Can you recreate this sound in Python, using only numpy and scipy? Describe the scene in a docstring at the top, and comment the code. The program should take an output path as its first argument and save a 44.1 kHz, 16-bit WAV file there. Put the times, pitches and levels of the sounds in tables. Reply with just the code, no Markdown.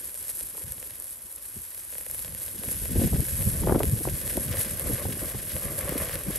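"""Fatty meat sizzles and pops over charcoal outdoors while gusts buffet a close two-port microphone.
Clumped bubble bursts on a smooth hiss make the sizzle of the fat, lit up by the microphone's treble
resonance, the steam on the coals and the rush in the hollow of a round steel bowl; bigger bubbles snap
and ring the bowl. Wind is coloured noise that swells in lumps, with single eddies that slap the ports;
a faint murmur lies behind. The two channels differ in level and phase."""
import sys
import numpy as np
from scipy.fft import rfft, irfft, next_fast_len
from scipy.io import wavfile
from scipy.ndimage import map_coordinates

SR = 44100
rng = np.random.default_rng(int(sys.argv[2]) if len(sys.argv) > 2 else 0)


def wrap_up_sound(samples):
    """Save the sound to the file named by the first command line argument, as 16-bit audio."""
    columns = np.atleast_2d(samples).T
    # keep every value between -1 and 1, then stretch to whole-number steps
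    tamed = np.clip(columns, -1, 1)
    steps = np.round(tamed * 32767).astype(np.int16)
    wavfile.write(sys.argv[1], SR, steps)


N = 281358

# colour of the sizzle as the microphone hears it, with its resonance near 11 kHz:
# [f/Hz, relative density/dB]
SIZZLE_COLOUR = [(3000, -26.5), (6500, -19.5), (8400, -11), (10200, -3), (11000, 0.5), (11600, -1.5),
                 (12300, -11), (13200, -20), (15300, -29)]
# colour of the wind's flutter and of the air in a slap: [f/Hz, relative density/dB]
FLUTTER_COLOUR = [(100, -27.5), (200, -1.5), (330, -0.5), (550, -6), (800, -21.5), (1500, -34),
                  (4000, -78.5)]


def grill():
    """Bubble bursts in three colours plus big pops; row 0 is straight sound, row 1 scattered sound."""
    # colour of the steam: [f/Hz, relative density/dB]
    steam_colour = [(300, -22.5), (800, -17), (1330, -11.5), (1520, 1.5), (1800, 1), (2300, -1.5),
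                    (3300, -1), (4200, -4.5), (5500, -3.5), (7000, -8), (10000, -9)]
    # big bubbles: [t/s, relative snap level/dB, relative body level/dB, body pitch f/Hz]
    big_bubbles = [(0.1438, -22, -38, 2310), (0.1508, -27.5, -35.0, 2920), (0.1756, -23.5, -40, 2700),
                   (0.2134, -30, -37.5, 3150), (0.2283, -24.5, -35.5, 3670), (0.2417, -38.5, -34, 3550),
                   (0.2826, -19, -37, 3860), (0.2931, -28.5, -30.5, 2660), (0.3713, -19.5, -39.5, 3300),
                   (0.4093, -21.5, -28, 3450), (0.5705, -23.5, -33, 3770), (0.5767, -30.5, -36, 2410),
                   (0.621, -28.5, -34, 2960), (0.6385, -22, -34, 3810), (0.7218, -16.5, -31, 3260),
                   (0.781, -36, -31.5, 3360), (0.8278, -26.5, -29.5, 2340), (0.843, -34, -35, 3850),
                   (0.8731, -24.5, -40.5, 3630), (0.9076, -27.5, -32, 4310), (1.0005, -19.5, -35, 4150),
                   (1.0232, -22.0, -34, 4020), (1.0433, -21.5, -33, 4830), (1.1085, -22.5, -42, 4170),
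                   (1.3263, -24, -36.0, 4350), (1.3617, -21.5, -50.5, 4460), (1.3817, -40.5, -35.5, 3540),
                   (1.6178, -27.5, -38, 4730), (1.7475, -27, -37, 3360), (1.7772, -26, -33.0, 3550),
                   (1.8507, -24, -40, 4130), (1.9256, -26.5, -31.5, 2440), (1.9361, -37, -31, 3660),
                   (1.954, -33.5, -30, 2400), (1.9831, -18.5, -30, 2360), (2.0097, -31.5, -31, 2350),
                   (2.065, -22.5, -29, 2210), (2.099, -21.5, -36, 2000), (2.1125, -16, -36, 3880),
                   (2.1466, -19.5, -29, 2735), (2.1927, -19.5, -28.5, 3960), (2.2478, -21, -24.5, 3670),
                   (2.2803, -22.5, -29, 2640), (2.3242, -29, -32, 4040), (2.3489, -21, -29.5, 3280),
                   (2.383, -29, -35.5, 3980), (2.4001, -20.5, -36, 4940), (2.4121, -31.5, -31, 4160),
                   (2.438, -22.5, -39.0, 3800), (2.4814, -24.5, -28, 3200), (2.4878, -29, -35, 3560),
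                   (2.4963, -31.5, -38, 4010), (2.6354, -25, -25, 2830), (2.6875, -21.5, -26, 2180),
                   (2.7137, -17.0, -38.5, 3060), (2.8554, -31, -27, 2170), (3.038, -24, -28, 3090),
                   (3.1466, -31, -28.5, 2290), (3.2055, -16, -36, 4450), (3.2833, -30.0, -29.0, 2060),
                   (3.4108, -25.5, -26.5, 2410), (3.4204, -16, -28.5, 2450), (3.4249, -18.5, -25, 3200),
                   (3.793, -16, -25.5, 3080), (3.833, -15, -16.5, 2760), (3.855, -18, -28.5, 3170),
                   (3.8971, -19, -30.5, 3170), (3.989, -24.5, -27.5, 3640), (4.0872, -30.5, -25, 2140),
                   (4.1558, -22.5, -32, 3150), (4.2149, -20.5, -25.5, 3700), (4.2777, -19, -23.5, 3300),
                   (4.3035, -29.5, -24.5, 2660), (4.3294, -23.5, -28.5, 2100), (4.3701, -14, -23.5, 2810),
                   (4.5428, -31, -25, 2260), (4.5718, -30.0, -24, 2000), (4.6062, -20.0, -24.5, 2660),
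                   (4.6122, -14.5, -27.5, 3000), (4.6168, -15, -26.5, 2870), (4.6481, -22.5, -26, 2170),
                   (4.7966, -13, -27.0, 2340), (4.98, -27.5, -30, 3210), (5.1347, -27.5, -33, 2300),
                   (5.2352, -20, -30, 3480), (5.3, -33, -27.5, 3220), (5.5651, -22.5, -22, 2330),
                   (5.7835, -23.5, -31, 2390), (5.7902, -14.0, -36, 3940), (5.885, -25, -24.5, 2650),
                   (5.8932, -14.0, -27, 3240), (5.9799, -16.5, -23.5, 2690), (6.0192, -23.5, -26.5, 2300),
                   (6.0869, -25, -27.5, 2300), (6.0948, -27.5, -23, 2110), (6.1554, -18.5, -19.5, 3660),
                   (6.2363, -20.5, -33, 2600)]
    fat_db, steam_db, rush_db = fire()
    fat = filtered(bursting(per_s=1500, spread_db=2.8, smooth=1.0, clumps_db=1.5), causal(SIZZLE_COLOUR))
    steam = filtered(bursting(per_s=900, spread_db=5.5, smooth=1.34, clumps_db=2.0), causal(steam_colour))
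    rush = filtered(bursting(per_s=300, spread_db=4, smooth=1.6, clumps_db=1.4), hollow)
    layers = amp(fat_db) * unit(fat) + amp(steam_db) * unit(steam)
    layers += amp(rush_db + 0.65) * unit(rush)
    return layers + pops(big_bubbles)


def fire():
    """Slow levels in dB; fat that drips on the coals and spits swells both sizzle and steam."""
    # heat over time: [t/s, relative fat sizzle level/dB, relative steam level/dB, relative rush level/dB]
    heat = [(0, -37, -54.5, -61), (.5, -37, -54, -66.5), (.95, -40, -55, -61), (1.25, -41, -57.5, -67),
            (1.9, -38, -54.5, -65.5), (2.54, -37, -53.5, -58.5), (2.75, -33.5, -48, -55),
            (3.05, -32, -44, -62.5), (3.4, -29.5, -46.5, -49.5), (3.7, -33.5, -48, -55.5),
            (4.0, -32, -48.5, -56), (4.3, -32, -45.5, -52), (4.55, -33, -43.5, -46),
            (4.9, -32, -45.5, -46.5), (5.44, -36, -46.5, -48.5), (5.6, -33.5, -46.5, -45),
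            (6.05, -35, -46, -41), (6.38, -35, -46, -47.5)]
    # spits of dripping fat: [t/s, swell/dB, time to fade/s]
    spits = [(.3, 4.5, 0.0255), (.385, 4, 0.042), (1.01, 1.5, 0.084), (2.18, 4, 0.057), (2.43, 3.5, 0.073),
             (2.689, 3, 0.105), (3.04, 1.5, 0.044), (4.61, 6.5, 0.0514), (5.53, 3.5, 0.055),
             (5.79, 5.5, 0.0174), (6.02, 3, 0.07), (6.36, 4, 0.0166)]
    spit_rise = 1  # rise over fade time
    steam_share = 0.93  # swell of the steam over that of the fat, in dB
    fat_db, steam_db, rush_db = curves(heat)
    swell_db = 0.5 * wobble(22)  # chance swells
    for s, db, fade_s in spits:
        swell_db += db * np.maximum(1 - tent(s, fade_s, spit_rise), 0)
    return fat_db + swell_db, steam_db + steam_share * swell_db, rush_db + 2.5 * wobble(25)


def bursting(per_s, spread_db, smooth, clumps_db):
    """Two streams of bubble bursts, few large and many small, in clumps, on a smooth hiss."""
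    largest = 3  # cap on the random size, in spreads
    size = amp(spread_db * np.minimum(rng.exponential(size=(2, N)), largest))
    size *= rng.uniform(-0.773, 1, (2, N))  # pushes outweigh pulls
    bursts = unit(size * (rng.random((2, N)) < per_s / SR))
    clumps = amp(clumps_db * (0.443 * wobble(17) + wobble(70)))
    hiss = smooth * rng.standard_normal((2, N))
    return unit(clumps * (bursts + hiss))


def pops(bubbles):
    """Each big bubble gives a sharp snap, a little spray and one swing of its cavity, which rings the bowl."""
    length = 256
    ring_db = 24  # the bowl's answer to a pop
    t = np.arange(length) / SR
    click = np.array([[1], [0]]) * (t == 0)  # straight sound only
    snaps, bodies = np.zeros((2, N + length)), np.zeros((2, N + length))
    for s, snap_db, body_db, hz in bubbles:
        start = round(s * SR)
        at = slice(start, start + length)
        noise = rng.standard_normal((2, length))
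        # both sprays fall by 60 dB in a few milliseconds
        snap_spray = 0.11 * noise * amp(-60 * t / 0.0035)
        body_spray = 0.033 * noise * amp(-60 * t / 0.0056)
        snaps[:, at] += amp(snap_db) * (click + snap_spray)
        swing = np.sin(2 * np.pi * hz * t) * np.exp(-(hz * t / 0.905) ** 2)
        scattered_swing = 0.296 * np.roll(swing, 12)  # 12 samples later
        bodies[:, at] += amp(body_db + 1.5) * ([swing, scattered_swing] + body_spray)

    def crisp(hz):
        return causal(SIZZLE_COLOUR)(hz) * (1j * hz / (9000 + 1j * hz))

    def dull_and_ringing(hz):
        dull = 1j * hz / (600 + 1j * hz) / (1 + 1j * hz / 7500)
        return dull + amp(ring_db) * hollow(hz) / (1 + 1j * hz / 800) ** 2

    return amp(23) * filtered(snaps[:, :N], crisp) + filtered(bodies[:, :N], dull_and_ringing)


def hollow(hz):
    """The air in the bowl resonates in a few broad modes, summed with alternating sign."""
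    # air modes of the bowl: [f/Hz, width/Hz, relative level/dB]
    modes = [(528.3, 105, -1), (605.6, 216, -7.5), (1109, 189, -14), (1716, 290, -15.5), (2076, 508, -17)]
    response = 0
    for k, (centre, width, db) in enumerate(modes):
        damping = 1j * hz * width
        response = response + (-1) ** k * amp(db) * damping / (centre ** 2 - hz ** 2 + damping)
    return response


def wind():
    """Eddies roll over the ports in lumps; the flutter comes in sharper lumps than the buffet."""
    # colour of the low buffet before its lumps and lift: [f/Hz, relative density/dB]
    buffet_colour = [(22, -25), (40, -1), (62, 4.5), (90, 2), (140, -1), (220, -7.5), (400, -27.5),
                     (900, -53)]
    buffet_db, flutter_db = gusts()
    eddies = wobble(35)
    buffet = filtered(rng.standard_normal((2, N)), causal(buffet_colour))
    buffet = unit(buffet * amp(2.95 * eddies))
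    deep = filtered(buffet, lambda hz: 1 / (1 + (hz / 95) ** 4))
    lift = amp(0.18 * (buffet_db + 33.5))  # a stronger gust is faster, so its rumble sits higher
    rumble = amp(buffet_db + 0.88) * (deep / lift + (buffet - deep) * lift)
    flutter = filtered(rng.standard_normal((2, N)), causal(FLUTTER_COLOUR))
    flutter = unit(flutter * amp(2 * eddies + 3.5 * wobble(110)))
    return rumble + amp(flutter_db + 0.98) * flutter + slaps()


def gusts():
    """Relative levels of buffet and flutter in dB: gusts rise and fade, their power added to the breeze."""
    # breeze between the gusts: [t/s, relative buffet level/dB, relative flutter level/dB]
    breeze = [(0, -59.5, -61.5), (.85, -60, -61.5), (1.49, -65, -66.5), (2.0, -58, -61.5),
              (2.3, -47, -62.5), (2.55, -55, -57), (2.7, -42.5, -49.5), (3.1, -39.5, -47),
              (3.3, -36.5, -55.5), (3.6, -36.5, -46.5), (3.85, -33.5, -45), (4.1, -35, -47),
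              (4.5, -44, -48), (4.75, -43, -50.5), (5.0, -36, -44.5), (5.3, -42.5, -51),
              (5.6, -48.5, -49.5), (5.9, -44.5, -46.5), (6.1, -56, -47.5), (6.38, -43.5, -50)]
    # gusts: [t/s, relative peak level/dB, time to fade by 20 dB/s]
    gust_rows = [(1.57, -44, 0.06), (2.83, -30.5, 0.0037), (2.97, -27, 0.18), (3.04, -22.5, 0.1),
                 (3.141, -25.5, 0.09), (3.2, -26, 0.06), (3.41, -32, 0.15), (3.65, -28, 0.187),
                 (3.725, -22, 0.1048), (3.84, -31, 0.1437), (4.39, -33, 0.0945), (4.9, -27.5, 0.0739),
                 (5.08, -35.5, 0.32), (5.23, -36.5, 0.02), (5.67, -43, 0.52), (5.9, -38, 1.15)]
    gust_rise, flutter_under_gust_db = 0.775, -15.5  # rise over fade time; flutter relative to gust
    buffet_db, flutter_db = curves(breeze)
    gust = sum(amp(db - 20 * tent(s, fade_s, gust_rise)) ** 2 for s, db, fade_s in gust_rows)
    buffet_power = amp(buffet_db) ** 2 + gust
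    flutter_power = amp(flutter_db) ** 2 + gust * amp(flutter_under_gust_db) ** 2
    return 10 * np.log10(buffet_power), 10 * np.log10(flutter_power)


def slaps():
    """Each eddy pushes and pulls the membrane a few times inside a short rough puff of air."""
    # single eddies that slap the ports: [t/s, relative level/dB, pitch f/Hz]
    eddy_rows = [(.434, -44, 84.8), (.552, -37.5, 483), (0.581, -35.5, 473), (.615, -38, 470),
                 (0.65, -32.5, 84.1), (.677, -36.5, 93.5), (.712, -35, 66), (0.783, -40.5, 89),
                 (.92, -43, 93.5), (1.568, -33, 151.6), (2.255, -37.5, 90), (2.285, -39, 99.3),
                 (2.338, -34.5, 98.5), (2.598, -30, 105), (2.638, -32.5, 346), (2.681, -28.5, 110),
                 (2.818, -34.5, 203), (2.915, -26.5, 194.5), (2.958, -17.5, 207.2), (2.97, -21, 255.4),
                 (2.996, -18, 243.4), (3.018, -16, 268), (3.044, -12, 173), (3.065, -17.5, 122.2),
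                 (3.076, -27, 279), (3.132, -17, 295), (3.141, -17, 124.8), (3.16, -23.5, 300),
                 (3.2, -29, 321), (3.227, -25.5, 200.5), (3.472, -14, 88.35), (3.625, -20, 208.7),
                 (3.636, -21, 422), (3.645, -20, 219), (3.673, -14.5, 401), (3.679, -15.5, 295),
                 (3.686, -20.5, 560), (3.696, -9.5, 416), (3.701, -19.5, 451), (3.71, -17.5, 484),
                 (3.724, -8, 369.3), (3.748, -16.5, 438.6), (3.756, -17.5, 508), (3.762, -11.5, 299.7),
                 (3.78, -19.5, 258), (3.806, -12, 459), (3.816, -25, 417), (3.829, -23.5, 316),
                 (3.842, -17, 212), (3.933, -16, 105), (4.011, -23, 235.6), (4.053, -23.5, 509.6),
                 (4.076, -16, 338), (4.36, -24.5, 233), (4.377, -17, 302.3), (4.467, -25.5, 96.8),
                 (4.494, -21, 96.1), (4.517, -23, 80.4), (4.584, -24.5, 88.6), (4.66, -31.5, 200),
                 (4.725, -30, 150.3), (4.897, -20, 231), (4.911, -17, 219.5), (4.931, -27.5, 260),
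                 (4.938, -20.5, 100.2), (5.055, -24, 391), (5.062, -22.5, 95.6), (5.09, -26.5, 254),
                 (5.099, -26.5, 89.5), (5.171, -30.5, 299.2), (5.23, -23.5, 287.7), (5.348, -26, 332.6),
                 (5.353, -25, 105.8), (5.555, -22.5, 85.2), (5.659, -25.5, 94.4), (5.792, -30.5, 105.3),
                 (5.897, -26, 170.4), (5.925, -23.5, 300), (5.96, -21, 234.2), (6.155, -25.5, 147.4),
                 (6.277, -28.5, 189.4), (6.286, -20.5, 162.6), (6.305, -24.5, 259)]
    slap_rise = 0.61  # rise over fade
    half = 3072  # samples on each side of the slap
    t = np.arange(-half, half) / SR
    late = np.maximum(t, -t / slap_rise)
    air = unit(filtered(rng.standard_normal((2, N)), causal(FLUTTER_COLOUR)))
    out = np.zeros((2, N + 2 * half))
    for s, db, hz in eddy_rows:
        start = rng.random()
        cycle = 2 * np.pi * (hz * t + start + np.array([[0], [.25]]))  # quarter turn between the rows
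        push = np.sin(cycle) + 0.192 * np.sin(2.052 * cycle)
        push = push * np.exp(-(hz * late / 0.988) ** 2)
        # the front of the eddy passes as one flick, sharper in a fast eddy
        edge = t * hz / 0.105
        push = push + (hz / 450) ** 2 * edge * np.exp(-edge ** 2)
        # a faster eddy carries its ripples past sooner
        passing = (start * N / 2 + SR / 4) + t * SR * hz / 240
        ripples = np.array([np.interp(passing, np.arange(N), row) for row in air])
        puff = ripples * np.exp(-(late * hz / 2.308) ** 2)
        slap = amp(db - 4.5) * push * [[1], [.7]] + amp(db - 11) * puff
        at = round(s * SR)
        out[:, at:at + 2 * half] += slap
    return out[:, half:half + N]


def murmur():
    """A faint distant murmur of outdoor air: steady coloured noise, independent at each port."""
    # colour of the distant air: [f/Hz, relative density/dB]
    far_colour = [(150, -12.5), (400, -11), (700, -4.5), (1000, 1.5), (1400, -4), (2500, -26), (6000, -50)]
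    return amp(-62.5) * unit(filtered(rng.standard_normal((2, N)), causal(far_colour)))


def amp(db):
    """Amplitude factor of a level in dB."""
    return 10 ** (np.asarray(db) / 20)


def unit(x):
    """Scale to an overall RMS of one."""
    return x / np.sqrt(np.mean(x ** 2) + 1e-20)


def along(points, hz):
    """Interpolate (Hz, value) points on a log frequency axis."""
    f, v = np.transpose(points)
    return np.interp(np.log(hz + 1), np.log(f + 1), v)


def curves(rows):
    """One value per sample for each column after the time."""
    s, *cols = np.transpose(rows)
    return [np.interp(np.arange(N) / SR, s, c) for c in cols]


def tent(s, fade_s, rise):
    """Distance from moment s in fade times; the rise takes a share of the fade time."""
    t = np.arange(N) / SR - s
    return np.maximum(t, -t / rise) / fade_s


def wobble(rate):
    """A smooth random curve with rate knots a second."""
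    return map_coordinates(rng.standard_normal(N // 40), [np.arange(N) * rate / SR])


def filtered(x, response):
    """Apply a complex frequency response to x."""
    m = next_fast_len(N + 8192)
    return irfft(rfft(x, m) * response(np.fft.rfftfreq(m, 1 / SR)), m)[..., :N]


def causal(spectrum):
    """Minimum-phase response with this colour: it rings only after its cause."""
    def response(hz):
        ceps = irfft(np.log(amp(along(spectrum, hz))))
        # fold the cepstrum onto positive time
        ceps[1:len(hz) - 1] *= 2
        ceps[len(hz):] = 0
        return np.exp(rfft(ceps))
    return response


def spread(pair, alike):
    """Mix straight and scattered sound so that the ports are as alike as asked when both are equally strong."""
    def shares(hz):
        turn = np.arccos(np.clip(along(alike, hz), -1, 1)) / 2
        return np.array([np.cos(turn), np.sin(turn)])
    mid, side = filtered(pair, shares)
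    return np.array([mid + side, mid - side])


def scene():
    """The grill, the wind on the ports and a faint far background unlike at each port."""
    # likeness of the grill at the two ports: [f/Hz, correlation]
    grill_alike = [(60, 0.7629), (200, 1), (500, 0.953), (1200, 0.835), (1900, 0.943), (3200, 0.738),
                   (5600, 0.642), (7200, 0.747), (8600, 0.92), (11500, 1), (12800, 0.7), (15000, 1)]
    # likeness of the wind at the two ports: [f/Hz, correlation]
    wind_alike = [(60, 0.783), (150, 0.9), (400, 0.961), (1200, 0.766)]
    return spread(grill(), grill_alike) + spread(wind(), wind_alike) + murmur()


def record(dry):
    """The channels differ in level and phase; nothing is kept above the band limit."""
    # rough stepped phase offset between the channels: [f/Hz, left lead/rad]
    phase_offset = [(60, 0), (200, .35), (800, .05), (1950, 0), (3100, .8), (4100, .2), (5700, -.3),
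                    (7000, 0), (7800, .7), (8600, 0), (9400, -1.8), (10200, -3.14), (11800, -6.1),
                    (12400, -6.5), (13300, -9.3), (14300, -9.5), (15000, -12.5)]
    # level of the left channel over the right: [f/Hz, difference/dB]
    left_louder = [(400, 0), (860, 2.5), (1550, 3.5), (1900, 1), (2700, 3), (4300, 0.5), (5500, 3),
                   (6400, 0), (16000, 0)]
    top_hz = 15650
    half = np.array([[.5], [-.5]])  # each channel takes half the difference

    def channels(hz):
        level = amp(half * along(left_louder, hz))
        phase = np.exp(1j * half * along(phase_offset, hz))
        return level * phase * (hz < top_hz)

    return filtered(dry, channels)


dry = scene()
out = record(dry)
wrap_up_sound(out)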